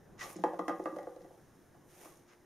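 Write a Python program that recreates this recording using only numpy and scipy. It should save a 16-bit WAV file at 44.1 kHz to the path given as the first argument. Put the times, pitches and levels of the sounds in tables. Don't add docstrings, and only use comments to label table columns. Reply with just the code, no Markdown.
import sys
import numpy as np
from scipy import signal
from scipy.fft import rfft, irfft
from scipy.io import wavfile
from scipy.ndimage import uniform_filter1d

SR = 44100
rng = np.random.default_rng(int(sys.argv[2]) if len(sys.argv) > 2 else 0)


def transcribe(signal):
    frames = np.atleast_2d(signal).T
    limited = np.clip(frames, -1, 1)
    pcm = np.round(limited * 32767).astype(np.int16)
    wavfile.write(sys.argv[1], SR, pcm)


N = 108045

# t/s, relative level/dB at each of KNOCK_COLOUR_HZ, relative tick level/dB
KNOCKS = [(0.358, -56, -42.5, -58, -55, -62, -34.5, -65), (0.387, -44, -46, -45, -62, -63, -29.5, -77),
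          (0.4376, -28, -31.5, -17.5, -33.5, -40.5, -45, -54), (0.464, -40.5, -38, -55, -45, -61, -54, -79),
          (0.533, -32.5, -47, -37, -57, -72, -39.5, -68), (0.543, -34, -50, -42, -50, -60, -50, -79),
          (0.591, -30, -35, -32.5, -31.5, -47.5, -33, -58),
          (0.6808, -34, -33.5, -33.5, -35.5, -38.5, -45, -51),
          (0.694, -32, -35, -28, -35.5, -44, -40.5, -59), (0.706, -34, -36, -41.5, -36.5, -71, -53, -85),
          (0.717, -46, -37.5, -63, -68, -54, -45.5, -72), (0.795, -37, -37.5, -36, -49, -61, -39, -74),
          (0.8569, -31.5, -38.5, -36.5, -35.5, -45, -49, -62.5),
          (0.867, -37, -47, -40, -44.5, -68, -46, -83), (0.925, -43, -43.5, -56, -52, -72, -47, -76),
          (0.963, -34, -42.5, -39.5, -48.5, -58, -50, -64), (0.986, -49, -58, -35.5, -44, -53.5, -55, -63),
          (1.03, -46, -47, -55, -66, -65, -62, -71), (1.070, -36, -51, -43, -49.5, -70, -57, -85),
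          (1.117, -55, -70, -79, -67, -73, -60, -84), (1.162, -44, -56.5, -46, -62, -70, -60, -72),
          (1.207, -50, -60, -54, -92, -70, -47, -77), (1.245, -51, -48.5, -50, -65, -66, -67, -79),
          (1.307, -53.5, -64, -49.5, -68, -80, -70, -91), (1.34, -61.5, -83, -49.5, -79, -86, -70, -98),
          (1.746, -75, -66, -53.5, -63, -79, -60, -83), (2.056, -62, -58, -54, -54.5, -72, -65, -80)]
KNOCK_COLOUR_HZ = [520, 320, 760, 1150, 1900, 190]
# f/Hz, gain/dB, t60/s
BOARD_MODES = [(183.3, -12, 0.23), (220, -12.5, 0.064), (321.7, 2, 0.19), (370.4, -9.5, 0.21),
               (480, -2.5, 0.062), (528.5, -1, 0.072), (575.5, -11, 0.29), (692, -1.5, 0.065),
               (771, -4.5, 0.053), (837.6, -5.5, 0.13), (1046, -8, 0.16), (1089, -4.5, 0.11),
               (1169, -3, 0.081), (1207, -3, 0.11), (1437, -5.5, 0.046), (1600, -5, 0.031),
               (1674, -8.5, 0.15), (1916, 0.5, 0.06), (2007, -2, 0.041), (2185, -9.5, 0.059),
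               (2600, -8.5, 0.017), (3225, -9.5, 0.034)]
# f/Hz, side against mid/dB
KNOCK_WIDTH = [(250, -20), (700, -14), (1200, -6), (2400, -10), (8000, -4)]
# lower f/Hz, upper f/Hz
CLOTH_BANDS = [(300, 900), (900, 2400), (2500, 7500), (8000, 15000)]
CLOTH_LIKENESS = [0.88, 0.8, 0.7, 0.3]
# t/s, level/dB in each cloth band
SWISHES = [
    [(0.18, -82, -74, -73, -85), (0.197, -72, -56.5, -57, -60), (0.215, -55.5, -50, -51.5, -55),
     (0.243, -56, -54.5, -52, -50.5), (0.265, -51, -55, -58, -52.5), (0.338, -61.5, -66, -67, -52.5),
     (0.38, -60, -68, -68, -85)],
    [(1.84, -89, -96, -103, -76), (1.898, -82, -78, -74.5, -65.5), (2.05, -58.5, -63, -66, -55.5),
     (2.24, -90, -90, -82.5, -75.5)],
    [(2.26, -68, -97, -91, -92), (2.292, -89, -69.5, -71, -84), (2.336, -71, -66.5, -75, -73),
     (2.4, -83, -105, -100, -97)],
]
# t/s, high band level/dB, top band level/dB
RUSTLE = [(0.381, -69.5, -67), (0.59, -81.5, -71.5), (0.884, -76, -68), (1.168, -82.5, -74),
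          (1.648, -84.5, -75.5), (1.84, -96, -81)]
# f/Hz, width/Hz
PANELS = [(1160, 110), (1930, 130)]
# t/s, lower panel level/dB, upper panel level/dB
SCRAPE = [(.183, -86, -75), (0.201, -57, -50.5), (0.214, -50, -50.5), (.23, -43.5, -51),
          (0.256, -57.5, -57), (0.349, -64, -85)]
# t/s, relative level/dB, f/Hz
SNAPS = [(0.3643, -40, 6860), (0.8388, -49.5, 6600), (1.2173, -55, 4000), (2.172, -49, 7900)]
# f/Hz, t60/s
ROOM_DECAY = [(250, 0.27), (800, 0.35), (2000, 0.39), (6000, 0.2)]
# f/Hz, relative level/dB
TONE_SPECTRUM = [(30, -3), (74, -10), (146, 4), (240, -6), (303, -0.5), (350, -3.5), (694, -8), (1390, -16),
                 (1720, -14), (2430, -25.5), (3500, -28), (5000, -29), (9000, -24.5), (15600, -20)]
# t/s, gain/dB
TONE_SWELL = [(0, 2), (.15, 6.5), (.5, -1.5), (1.5, -0.2), (2.1, -0.5), (2.45, -3)]
# f/Hz, left-right likeness
TONE_LIKENESS = [(60, 0.93), (180, 0.85), (550, 0.66), (1650, 0.97), (4970, 0.91), (15000, 0.042)]
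# f/Hz, gain/dB
MIC_RESPONSE = [(3000, 1.07), (4000, 1), (4450, -2.5), (5300, 3.5), (6800, 3.5), (7650, -10.5),
                (8600, -2.5), (12500, -5.5), (15600, -14)]
# f/Hz, left minus right/dB
MIC_BALANCE = [(60, 0), (1500, 0), (15000, -1)]

RISE_CYCLES, SCATTER_DB, DETUNE = 1.8, 2.0, 0.007
THUD_SHARE, THUD_T60_CYCLES = 0.57, 32.3
CHATTER_DEPTH, CHATTER_S = 0.45, 0.016
TICK_GAIN_DB, TICK_T60_S, TICK_SPLIT_HZ = 4, 0.038, 9300
GRAINS_PER_S, GRAIN_SPREAD_DB, GRAIN_SHARE = 3000, 3.5, 0.49
SNAP_REACH_HZ, SNAP_T60_S = 3000, 0.028
REVERB_DB, TONE_DB, HUM_DB = -5.5, -62.5, -72
MIC_LIMIT_HZ = 15700


def frame_knocks():
    out, t = np.zeros((2, N)), np.arange(SR // 4) / SR
    hz, mode_db, t60 = np.transpose(BOARD_MODES)[:, :, None]
    steps = np.arange(int(t[-1] / CHATTER_S) + 2) * CHATTER_S
    sides = np.array([[1], [-1]])
    for start, *colour_db, tick_db in KNOCKS:
        scatter, detune, phase, side_phase = rng.standard_normal((4, len(hz), 1))
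        noise = rng.standard_normal((2, 2000))
        shake = np.array([np.interp(t, steps, row) for row in rng.standard_normal((len(hz), len(steps)))])
        level_db = at_hz(sorted(zip(KNOCK_COLOUR_HZ, colour_db)), hz) + mode_db + SCATTER_DB * scatter
        rise = np.sin(np.pi / 2 * np.minimum(t * hz / RISE_CYCLES, 1)) ** 2
        thud = THUD_SHARE * gain_of(-60 * t * hz / THUD_T60_CYCLES)
        ring = (1 - THUD_SHARE) * gain_of(-60 * t / t60)
        chatter = 1 + CHATTER_DEPTH * np.minimum(t / CHATTER_S / 2, 1) * shake
        envelope = gain_of(level_db) * rise * (thud + ring) * chatter
        angle = 2 * np.pi * (hz * (1 + DETUNE * detune) * t + phase)
        mid = envelope * np.sin(angle)
        side = envelope * gain_of(at_hz(KNOCK_WIDTH, hz)) * np.sin(angle + 2 * np.pi * side_phase)
        add(out, start, mid.sum(0) + sides * side.sum(0))
        tick = unit_rms(band(noise, 2040, TICK_SPLIT_HZ) + 0.67 * band(noise, TICK_SPLIT_HZ, 21000))
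        tick *= gain_of(tick_db + TICK_GAIN_DB - 60 * t[:2000] / TICK_T60_S)
        add(out, start, tick[0] + sides * gain_of(KNOCK_WIDTH[-1][1]) * tick[1])
    return out


def cloth_swishes():
    out = np.zeros((2, N))
    sizes = gain_of(GRAIN_SPREAD_DB * np.minimum(rng.exponential(1, N), 5))
    catches = rng.random(N) < GRAINS_PER_S / SR
    grains = unit_rms(sizes * catches) * rng.choice([-1., 1.], (2, N))
    friction = GRAIN_SHARE * grains + (1 - GRAIN_SHARE) * rng.standard_normal((2, N))
    for k, (lo_hz, hi_hz) in enumerate(CLOTH_BANDS):
        envelope = sum(contour(stroke, k + 1) for stroke in SWISHES)
        if k > 1:
            envelope += contour(RUSTLE, k - 1)
        out += envelope * unit_rms(band(stereo(*friction, CLOTH_LIKENESS[k]), lo_hz, hi_hz))
    return out


def paw_scrape():
    return sum(contour(SCRAPE, k + 1) * resonant_noise(hz, width_hz, CLOTH_LIKENESS[1])
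               for k, (hz, width_hz) in enumerate(PANELS))


def cloth_snaps():
    out, t = np.zeros(N), np.arange(1500) / SR
    for start, db, hz in SNAPS:
        noise = band(rng.standard_normal(len(t)), hz - SNAP_REACH_HZ / 2, hz + SNAP_REACH_HZ)
        add(out, start, gain_of(db - 10.5 - 60 * t / SNAP_T60_S) * unit_rms(noise))
    return out


def room_reverb(x):
    taps = np.zeros((2, SR // 2))
    slots = np.arange(200, SR // 2 - 20, 20)
    delays = slots + rng.integers(0, 20, (2, len(slots)))
    np.put_along_axis(taps, delays, rng.choice([-1., 1.], delays.shape), 1)
    hz, t, spectra = signal.stft(stereo(*taps, likeness=0.93), SR, nperseg=256)
    decay = gain_of(-60 * t / at_hz(ROOM_DECAY, hz)[:, None])
    tail = signal.istft(spectra * decay, SR, nperseg=256)[1]
    tail /= np.linalg.norm(tail[0])
    return gain_of(REVERB_DB) * signal.fftconvolve(x[None], tail, axes=1)[:, :N]


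def room_tone():
    frames, hz = N // 256 + 5, np.fft.rfftfreq(1024, 1 / SR)[:, None]
    mid_re, mid_im, side_re, side_im, patches = rng.standard_normal((frames, 513, 5)).T
    noise = stereo(mid_re + 1j * mid_im, side_re + 1j * side_im, at_hz(TONE_LIKENESS, hz))
    patches_db = 1.1 * unit_rms(uniform_filter1d(uniform_filter1d(patches, 8, 0), 10, 1))
    swell_db = np.interp(np.arange(frames) * 256 / SR, *np.transpose(TONE_SWELL)) / (1 + (hz / 1030) ** 2)
    spectra = noise * gain_of(at_hz(TONE_SPECTRUM, hz) + patches_db + swell_db)
    return gain_of(TONE_DB) * unit_rms(signal.istft(spectra, nperseg=1024, noverlap=768)[1][:, :N])


def faint_hum():
    return gain_of(HUM_DB) * resonant_noise(hz=352.5, width_hz=8.8, likeness=1)


def gain_of(db):
    return 10 ** (np.asarray(db) / 20)


def unit_rms(x):
    return x / np.sqrt(np.mean(x ** 2) + 1e-20)


def at_hz(points, hz):
    f, value = np.transpose(points)
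    return np.interp(np.log(hz + 1), np.log(f + 1), value)


def contour(table, column):
    columns = np.transpose(table)
    return gain_of(np.interp(np.arange(N) / SR, columns[0], columns[column], left=-150, right=-150))


def add(mix, start_s, sound):
    part = mix[..., round(start_s * SR):][..., :sound.shape[-1]]
    part += sound[..., :part.shape[-1]]


def band(x, lo_hz, hi_hz):
    return signal.sosfilt(signal.butter(3, [lo_hz, hi_hz], "band", fs=SR, output="sos"), x)


def stereo(mid, side, likeness):
    mid, side = np.sqrt((1 + likeness) / 2) * mid, np.sqrt((1 - likeness) / 2) * side
    return np.array([mid + side, mid - side])


def resonant_noise(hz, width_hz, likeness):
    noise = stereo(*rng.standard_normal((2, N)), likeness)
    offset = 2 * (np.fft.rfftfreq(N, 1 / SR) - hz) / width_hz
    return unit_rms(irfft(rfft(noise) / (1 + offset ** 2), N))


def scene():
    hits = frame_knocks() + cloth_snaps()
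    hum = faint_hum()
    return hits + room_reverb(hits.mean(0)) + cloth_swishes() + paw_scrape() + room_tone() + hum


def record(dry):
    hz = np.linspace(0, SR / 2, 513)
    housing_db, balance_db = at_hz(MIC_RESPONSE, hz), at_hz(MIC_BALANCE, hz)
    colour = [signal.firwin2(511, hz, gain_of(housing_db + side * balance_db / 2), fs=SR)
              for side in (1, -1)]
    coloured = signal.oaconvolve(dry, np.array(colour), "same", axes=1)
    lowpass = signal.firwin(511, MIC_LIMIT_HZ, window=("kaiser", 9), fs=SR)
    return signal.oaconvolve(coloured, lowpass[None], "same")


dry = scene()
out = record(dry)
transcribe(out)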